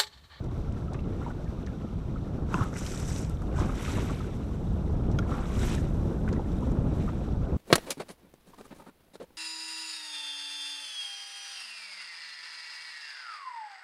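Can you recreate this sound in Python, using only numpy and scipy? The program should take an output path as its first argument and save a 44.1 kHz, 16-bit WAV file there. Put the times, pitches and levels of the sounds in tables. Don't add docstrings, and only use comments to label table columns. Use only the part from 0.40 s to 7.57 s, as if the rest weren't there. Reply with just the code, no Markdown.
import sys
import numpy as np
from scipy import signal
from scipy.fft import rfft, irfft
from scipy.io import wavfile
from scipy.ndimage import uniform_filter1d

SR = 44100
rng = np.random.default_rng(int(sys.argv[2]) if len(sys.argv) > 2 else 0)


def inscribe(sig):
    pcm = np.round(np.clip(np.atleast_2d(sig).T, -1, 1) * 32767)
    wavfile.write(sys.argv[1], SR, pcm.astype(np.int16))


N = 316197

# time of full strength in seconds, level in dB,
# hold and fade in seconds, extra spray in dB.
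WAVE_HITS = [(0.805, -52, 0.11, 0.042, -0.5), (2.135, -40.5, 0.1, 0.13, 3.5),
             (3.173, -40, 0.055, 0.34, 1.5), (4.894, -41.5, 0.062, 0.71, -2.5)]
# time of full strength in seconds, level in dB,
# rise, hold and fade in seconds, extra spray in dB.
CRESTS = [(2.38, -49.5, 0.099, 0.24, 0.16, 7.3), (2.682, -50, 0.08, 0.11, 0.18, 9),
          (3.448, -43.5, 0.26, 0.12, 0.54, -1), (5.237, -43, 0.24, 0.085, 0.2, 0),
          (6.133, -61.5, 0.23, 0.18, 0.084, -2.5), (6.613, -55.5, 0.37, .06, 0.38, -4)]
HIT_MIX = [-1, -9, -19, -26.5]
CREST_MIX = [-4, 0.5, -7, -13.5]
FOAM_MIX = [-44, -37, -24, -26.5]
# pitch in Hz, level in dB.
GURGLE_PITCHES = [(500, -20), (750, -7), (1100, -2.5), (1400, -6.5), (1800, -8.5)]
SPLASH_PITCHES = [(1500, -2), (2300, -3.5), (3600, -5.5), (4800, -12)]
SPRAY_PITCHES = [(5000, -5.5), (5900, -6), (7600, -5), (8800, -11.5)]
MIST_PITCHES = [(9000, 4), (11700, 4), (13200, -19), (14500, -14)]

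def waves():
    surges = []
    for s, db, hold_s, fade_s, spray_db in WAVE_HITS:
        surges.append(surge(HIT_MIX, s, db, 0.062, hold_s, fade_s, spray_db))
    for s, db, rise_s, hold_s, fade_s, spray_db in CRESTS:
        surges.append(surge(CREST_MIX, s, db, rise_s, hold_s, fade_s, spray_db))
        surges.append(surge(FOAM_MIX, s, db, rise_s, hold_s, fade_s=2.8, spray_db=0))
    gurgle, splash, spray, mist = np.sqrt(sum(gains ** 2 for gains in surges))
    large = bubbles(GURGLE_PITCHES, per_s=750, cycles=11, spread_db=2.6, clump_db=1.5, pitches=24)
    small = bubbles(SPLASH_PITCHES, per_s=3600, cycles=11, spread_db=2.4, clump_db=1.3, pitches=20)
    drops = bubbles(SPRAY_PITCHES, per_s=3600, cycles=10, spread_db=2.6, clump_db=1.4, pitches=14)
    droplets = bubbles(MIST_PITCHES, per_s=4400, cycles=4.4, spread_db=2.5, clump_db=2.0, pitches=12)
    sheets = from_db(0.9 * drift(14))
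    return gurgle * large + splash * small + sheets * (spray * drops + mist * droplets)


FADE_SHARES = [0.57, 0.91, 0.66, 0.65]

def surge(mix, s, db, rise_s, hold_s, fade_s, spray_db):
    extras_db = [0, 0, spray_db, 0.52 * spray_db]
    return np.array([from_db(db + part_db + extra_db) * swell(s, rise_s, hold_s, fade_s * share)
                     for part_db, extra_db, share in zip(mix, extras_db, FADE_SHARES)])


# start in seconds, level in dB, pitch in Hz,
# ring time in seconds, level of the churn around it in dB relative to the plop.
PLOPS = [(.48, -46, 1300, .05, -2), (.518, -41, 770, .05, 3), (.549, -44, 1000, .05, 6),
         (.59, -48.5, 2710, .06, 9), (.816, -42, 1390, .07, 2), (.845, -50, 2130, .06, -6),
         (.863, -30.5, 950, 0.049, -14), (.878, -37, 857, 0.052, -4), (0.902, -41.5, 1470, 0.064, 3),
         (1.271, -40, 1800, 0.042, 1), (1.759, -41, 1300, 0.054, -4), (2.147, -28, 1020, 0.063, -8),
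         (2.174, -39, 1730, .04, 4), (2.187, -33, 1440, .025, -3), (2.208, -29.5, 1106, .05, 3.5),
         (2.221, -34.5, 1300, 0.045, 3), (2.236, -42, 1480, .05, 5), (2.256, -40, 1250, 0.094, -6),
         (2.328, -39.5, 1350, .04, 5), (2.357, -37.5, 2020, .05, 7), (2.535, -42.5, 1390, .06, -5),
         (3.019, -43, 1230, .05, 5), (3.168, -40, 1520, .04, -4), (3.18, -36.5, 820, 0.046, 4),
         (3.2, -38.5, 1530, .03, 6), (3.22, -35, 1090, .04, 1), (3.292, -41, 1280, 0.077, 9),
         (3.478, -35.5, 1260, 0.078, -11), (3.568, -37, 760, .07, 10.5), (3.623, -38, 1100, .04, -1.5),
         (3.696, -38, 1140, .09, 4), (3.726, -45, 2330, .05, -3), (3.802, -42, 1290, .05, 5.5),
         (3.843, -46, 1510, 0.044, 1), (4.004, -44.5, 1090, .04, 5), (4.824, -39, 1660, .05, -3),
         (4.917, -35, 1250, .05, 6), (4.94, -35, 1130, .06, 5), (5.378, -35, 1760, 0.037, -4),
         (5.877, -30.5, 1500, 0.02, -2), (5.926, -39.5, 1200, 0.053, 7), (5.964, -43, 1950, 0.074, -8),
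         (5.994, -32.5, 847, .06, -3), (6.019, -42, 835, .05, -6), (6.223, -36, 986, 0.061, -4),
         (6.678, -35.5, 1232, 0.07, 1)]

def plops():
    out = np.zeros(N)
    for s, db, hz, ring_s, churn_db in PLOPS:
        add(out, s, from_db(db) * air_pocket(hz, ring_s, swell_s=0.00074, glide=-0.035))
        add(out, s, from_db(db + churn_db) * churn(hz))
    return out


def churn(hz):
    span_s, span_octaves, cycles = 0.016, 0.96, 13
    out = np.zeros(SR // 2)
    for delay, height, strength in rng.random((6, 3)):
        bubble_hz = hz * 2 ** (span_octaves * (height - 0.5))
        bubble = air_pocket(bubble_hz, ring_s=cycles / bubble_hz, swell_s=1 / bubble_hz)
        add(out, delay * span_s, from_db(-7) * (0.5 + strength) * bubble)
    return out


# start in seconds, level in dB.
SLAPS = [(2.1418, -16.5)]
# pitch in Hz, level in dB, ring time in seconds.
SLAP_TONES = [(1300, 1, 0.0051), (2650, -10, 0.011), (3100, -18, 0.0062), (4900, -23, 0.006),
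              (6400, -22.5, 0.0056)]
# start in seconds, level in dB, pitch in Hz.
THUMPS = [(2.145, -20, 196), (2.145, -26, 318), (2.212, -14.5, 113), (2.222, -21.5, 151),
          (2.716, -16.5, 118), (3.201, -17, 114), (3.213, -22, 336), (3.565, -22, 210), (5.347, -19, 111),
          (5.927, -25.5, 448)]

def hull():
    out = np.zeros(N)
    for s, db in SLAPS:
        for hz, tone_db, ring_s in SLAP_TONES:
            add(out, s, from_db(db + tone_db) * air_pocket(hz, ring_s, swell_s=0.0011))
        add(out, s, from_db(db - 19) * crackle(hz=5060, length_s=0.012))
    for s, db, hz in THUMPS:
        add(out, s, from_db(db) * air_pocket(hz, ring_s=0.05, swell_s=0.0004))
    return out


def air_pocket(hz, ring_s, swell_s, glide=0.0):
    t = np.arange(SR // 5) / SR
    envelope = (1 - np.exp(-(t / swell_s) ** 2)) * np.exp(-np.log(1000) * t / ring_s)
    pitch_hz = hz * (1 + glide * np.minimum(t / ring_s, 2))
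    return envelope / envelope.max() * np.sin(2 * np.pi * np.cumsum(pitch_hz) / SR)


# start in seconds, level in dB, length in seconds, rough pitch in Hz.
SPATTERS = [(0.042, -46, 0.0055, 8000), (0.324, -46, 0.0072, 8500), (0.532, -42, 0.022, 7460),
            (0.544, -31.5, 0.021, 2330), (1.044, -45, .005, 6000), (1.264, -39, 0.012, 6000),
            (2.24, -41, 0.0064, 13000), (2.34, -37, .006, 7500), (2.37, -44, 0.025, 9000),
            (2.39, -35, .006, 12000), (2.463, -29.5, 0.023, 6000), (2.518, -31, .006, 6800),
            (2.575, -32, .01, 7500), (2.599, -33, .008, 8800), (2.657, -39, .006, 8800),
            (2.762, -27, 0.0043, 6800), (2.848, -34, .005, 6200), (2.896, -39, 0.0081, 11000),
            (3.019, -45, .008, 8000), (3.193, -40, 0.099, 6500), (3.45, -28, 0.012, 3600),
            (4.714, -44.5, 0.031, 6500), (5.191, -37, 0.029, 8050), (5.343, -29, .01, 3800),
            (5.35, -31, 0.01, 8100), (5.887, -44, 0.014, 8500), (5.888, -34, 0.03, 2500),
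            (5.928, -37, 0.016, 6500), (6.118, -44, .006, 7000), (6.207, -48, .006, 9000),
            (6.318, -45, 0.0055, 9000), (6.688, -36, 0.035, 2200)]

def spatters():
    out = np.zeros(N)
    for s, db, length_s, hz in SPATTERS:
        add(out, s, from_db(db) * crackle(hz, length_s))
    return out


def crackle(hz, length_s):
    t = np.arange(SR // 4) / SR
    envelope = np.exp(-3 * t / length_s)
    band = signal.butter(2, [hz * 0.3, min(hz * 1.12, SR / 2.2)], "band", fs=SR, output="sos")
    burst = rng.standard_normal(len(t)) * envelope
    burst = signal.sosfilt(band, signal.sosfilt(band, burst))
    return 0.43 * burst * np.linalg.norm(envelope) / np.linalg.norm(burst)


# pitch in Hz, level in dB.
TRICKLE_PITCHES = [(950, -9), (1250, -3), (1800, 3), (2800, -3)]

def trickle():
    droplets = bubbles(TRICKLE_PITCHES, per_s=130, cycles=26, spread_db=2.5, clump_db=1.5, pitches=14)
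    return from_db(-52) * swell(3.5, rise_s=0.6, hold_s=-0.02, fade_s=0.33) * droplets


# start in seconds, level in dB.
TACKLE_KNOCKS = [(4.7877, -20), (4.7905, -22.5)]
# pitch in Hz, level in dB, ring time in seconds.
TACKLE_TONES = [(1390, 6, 0.018), (2270, 3.5, 0.012), (3270, 3, 0.018), (4070, -8, 0.01),
                (4950, -3, 0.0083), (6500, -6.5, 0.009), (9800, -21, .008)]

def tackle():
    knocks, chatter = np.zeros(N), np.zeros(N)
    t = np.arange(SR // 20) / SR
    for s, db in TACKLE_KNOCKS:
        burst = rng.standard_normal(len(t)) * np.exp(-t / 0.0037)
        add(knocks, s, from_db([db]))
        add(chatter, s, from_db(db) * burst / np.linalg.norm(burst))
    body = sum((-1) ** k * from_db(db) * ring(knocks + 0.5 * chatter, hz, ring_s)
               for k, (hz, db, ring_s) in enumerate(TACKLE_TONES))
    return from_db(-13) * body + from_db(-10) * chatter


# time in
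# seconds, level in dB.
WIND_STRENGTH = [(0.0, -35), (0.75, -34), (1.55, -36.5), (2.0, -33), (2.14, -30), (2.4, -37), (2.7, -33),
                 (2.96, -34.5), (3.21, -29), (3.4, -34), (3.6, -30), (3.9, -35.5), (4.78, -28.5),
                 (5.04, -33), (5.34, -28.5), (6.1, -31), (6.45, -27.5), (6.76, -32.5), (7.17, -29)]
# time of full strength in seconds, level in dB.
PUFFS = [(0.69, -37), (5.19, -36), (5.46, -41), (5.68, -37.5), (5.92, -35.5), (6.12, -44), (6.3, -38.5)]
# frequency in Hz, level in dB.
BUFFET_COLOUR = [(18, -10), (28, -1.5), (45, -2), (65, 0.5), (100, -2.5), (150, -5), (220, -10),
                 (400, -33.5)]
RUSH_COLOUR = [(100, -28), (170, 2), (270, 2), (380, -1.5), (520, -6.5), (750, -12.5), (1200, -24),
               (1800, -29.5), (3000, -60), (8000, -82)]
PUFF_COLOUR = [(150, 7.5), (330, 8.5), (480, -3.5), (800, -18)]

def wind():
    average_db, buffet_db, rush_db = -32.5, -31, -39
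    gust_db = np.interp(np.arange(N) / SR, *np.transpose(WIND_STRENGTH)) - average_db
    buffet = from_db(buffet_db + gust_db + drift(7)) * noise(BUFFET_COLOUR)
    rush = noise(RUSH_COLOUR) * from_db(rush_db + 0.99 * gust_db + 2.02 * drift(31))
    puff_gain = sum(from_db(db) * swell(s, rise_s=0.09, hold_s=0.062, fade_s=0.09) for s, db in PUFFS)
    return buffet + rush + puff_gain * noise(PUFF_COLOUR)


# frequency in Hz, level in dB.
LAKE_COLOUR = [(600, 13.5), (1200, 17), (1900, 6.5), (3500, 6.5), (5500, 0.5), (8000, -7), (12000, -12),
               (15500, -14)]

def ripples():
    fizz = bubbles(SPLASH_PITCHES, per_s=600, cycles=10, spread_db=3.5, clump_db=2.0, pitches=18)
    lapping = bubbles(GURGLE_PITCHES, per_s=120, cycles=52, spread_db=-2.5, clump_db=3.5, pitches=14)
    wash = noise(LAKE_COLOUR) * from_db(1.4 * drift(14))
    return from_db(-58.5) * wash + from_db(-64) * fizz + from_db(-60.5) * lapping


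def bubbles(spectrum, per_s, cycles, spread_db, clump_db, pitches):
    strengths = from_db(spread_db * np.minimum(rng.exponential(1, N), 4)) * rng.choice([-1, 1], N)
    starts = rng.random(N) < per_s / SR
    clicks = strengths * starts * from_db(clump_db * drift(25))
    pitch_index = rng.integers(0, pitches, N)
    out = np.zeros(N)
    for k, hz in enumerate(np.geomspace(spectrum[0][0], min(spectrum[-1][0], SR / 2.2), pitches)):
        voice = ring(clicks * (pitch_index == k), hz, cycles / hz)
        voice = ring(voice, hz, cycles / hz)
        out += from_db(level_at(spectrum, hz)) * unit_level(voice)
    energy = np.abs(uniform_filter1d(out ** 2, size=SR // 8))
    return out / np.sqrt(energy + 1e-9)


def ring(clicks, hz, ring_s):
    decay, step = np.exp(-np.log(1000) / (ring_s * SR)), 2 * np.pi * hz / SR
    return signal.lfilter([0, np.sin(step)], [1, -2 * decay * np.cos(step), decay ** 2], clicks + 1e-18)


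def noise(spectrum):
    hz = np.maximum(np.arange(N // 2 + 1) * SR / N, 1)
    low_hz, high_hz = spectrum[0][0], 2 * spectrum[-1][0]
    edges = 1 / np.sqrt((1 + (low_hz / hz) ** 6) * (1 + (hz / high_hz) ** 6))
    colour = from_db(level_at(spectrum, hz)) * edges
    return unit_level(irfft(rfft(rng.standard_normal(N)) * colour, N))


def swell(s, rise_s, hold_s, fade_s):
    t = np.arange(N) / SR - s
    below = np.maximum(-t, 0) / rise_s + np.maximum(t - hold_s, 0) / fade_s
    return from_db(-20 * np.minimum(below, 10))


def drift(rate_hz):
    hop, warm_up = 40, 2000
    memory = np.exp(-2 * np.pi * rate_hz * hop / SR)
    jitter = rng.standard_normal(N // hop + warm_up + 2)
    slow = signal.lfilter([1], [1, -2 * memory, memory ** 2], jitter)[warm_up:]
    return np.interp(np.arange(N) / hop, np.arange(len(slow)), unit_level(slow))


def level_at(spectrum, hz):
    known_hz, db = np.transpose(spectrum)
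    return np.interp(np.log(hz), np.log(known_hz), db)


def from_db(db):
    return 10 ** (np.asarray(db) / 20)


def unit_level(x):
    return x / np.sqrt(np.mean(x ** 2) + 1e-20)


def add(track, s, sound):
    at = int(np.clip(round(s * SR), 0, N - 1))
    track[at:at + len(sound)] += sound[:N - at]


def scene():
    mix = waves() + plops() + hull() + spatters() + trickle() + tackle() + wind() + ripples()
    fade_in = np.minimum(np.arange(N) / (0.003 * SR), 1)
    fade_out = fade_in[::-1]
    return (mix * fade_in * fade_out)[None]


# frequency in Hz, width in Hz, boost or cut in dB.
HOUSING_HOLLOWS = [(1348, 160, 3.5), (1768, 500, -4.5), (3770, 580, 5), (4070, 4730, -5), (5790, 670, 5.5),
                   (7900, 1100, 3.5), (10100, 1500, -0.5), (11400, 490, 4), (14500, 3300, -5.5)]

def record(dry):
    out, cutoff_hz = dry, 15300
    for hz, width_hz, db in HOUSING_HOLLOWS:
        band = signal.lfilter(*signal.iirpeak(hz, hz / width_hz, fs=SR), out)
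        out = out + (from_db(db) - 1) * band
    return signal.sosfilt(signal.ellip(10, 0.1, 80, cutoff_hz, fs=SR, output="sos"), out)


dry = scene()
out = record(dry)
inscribe(out)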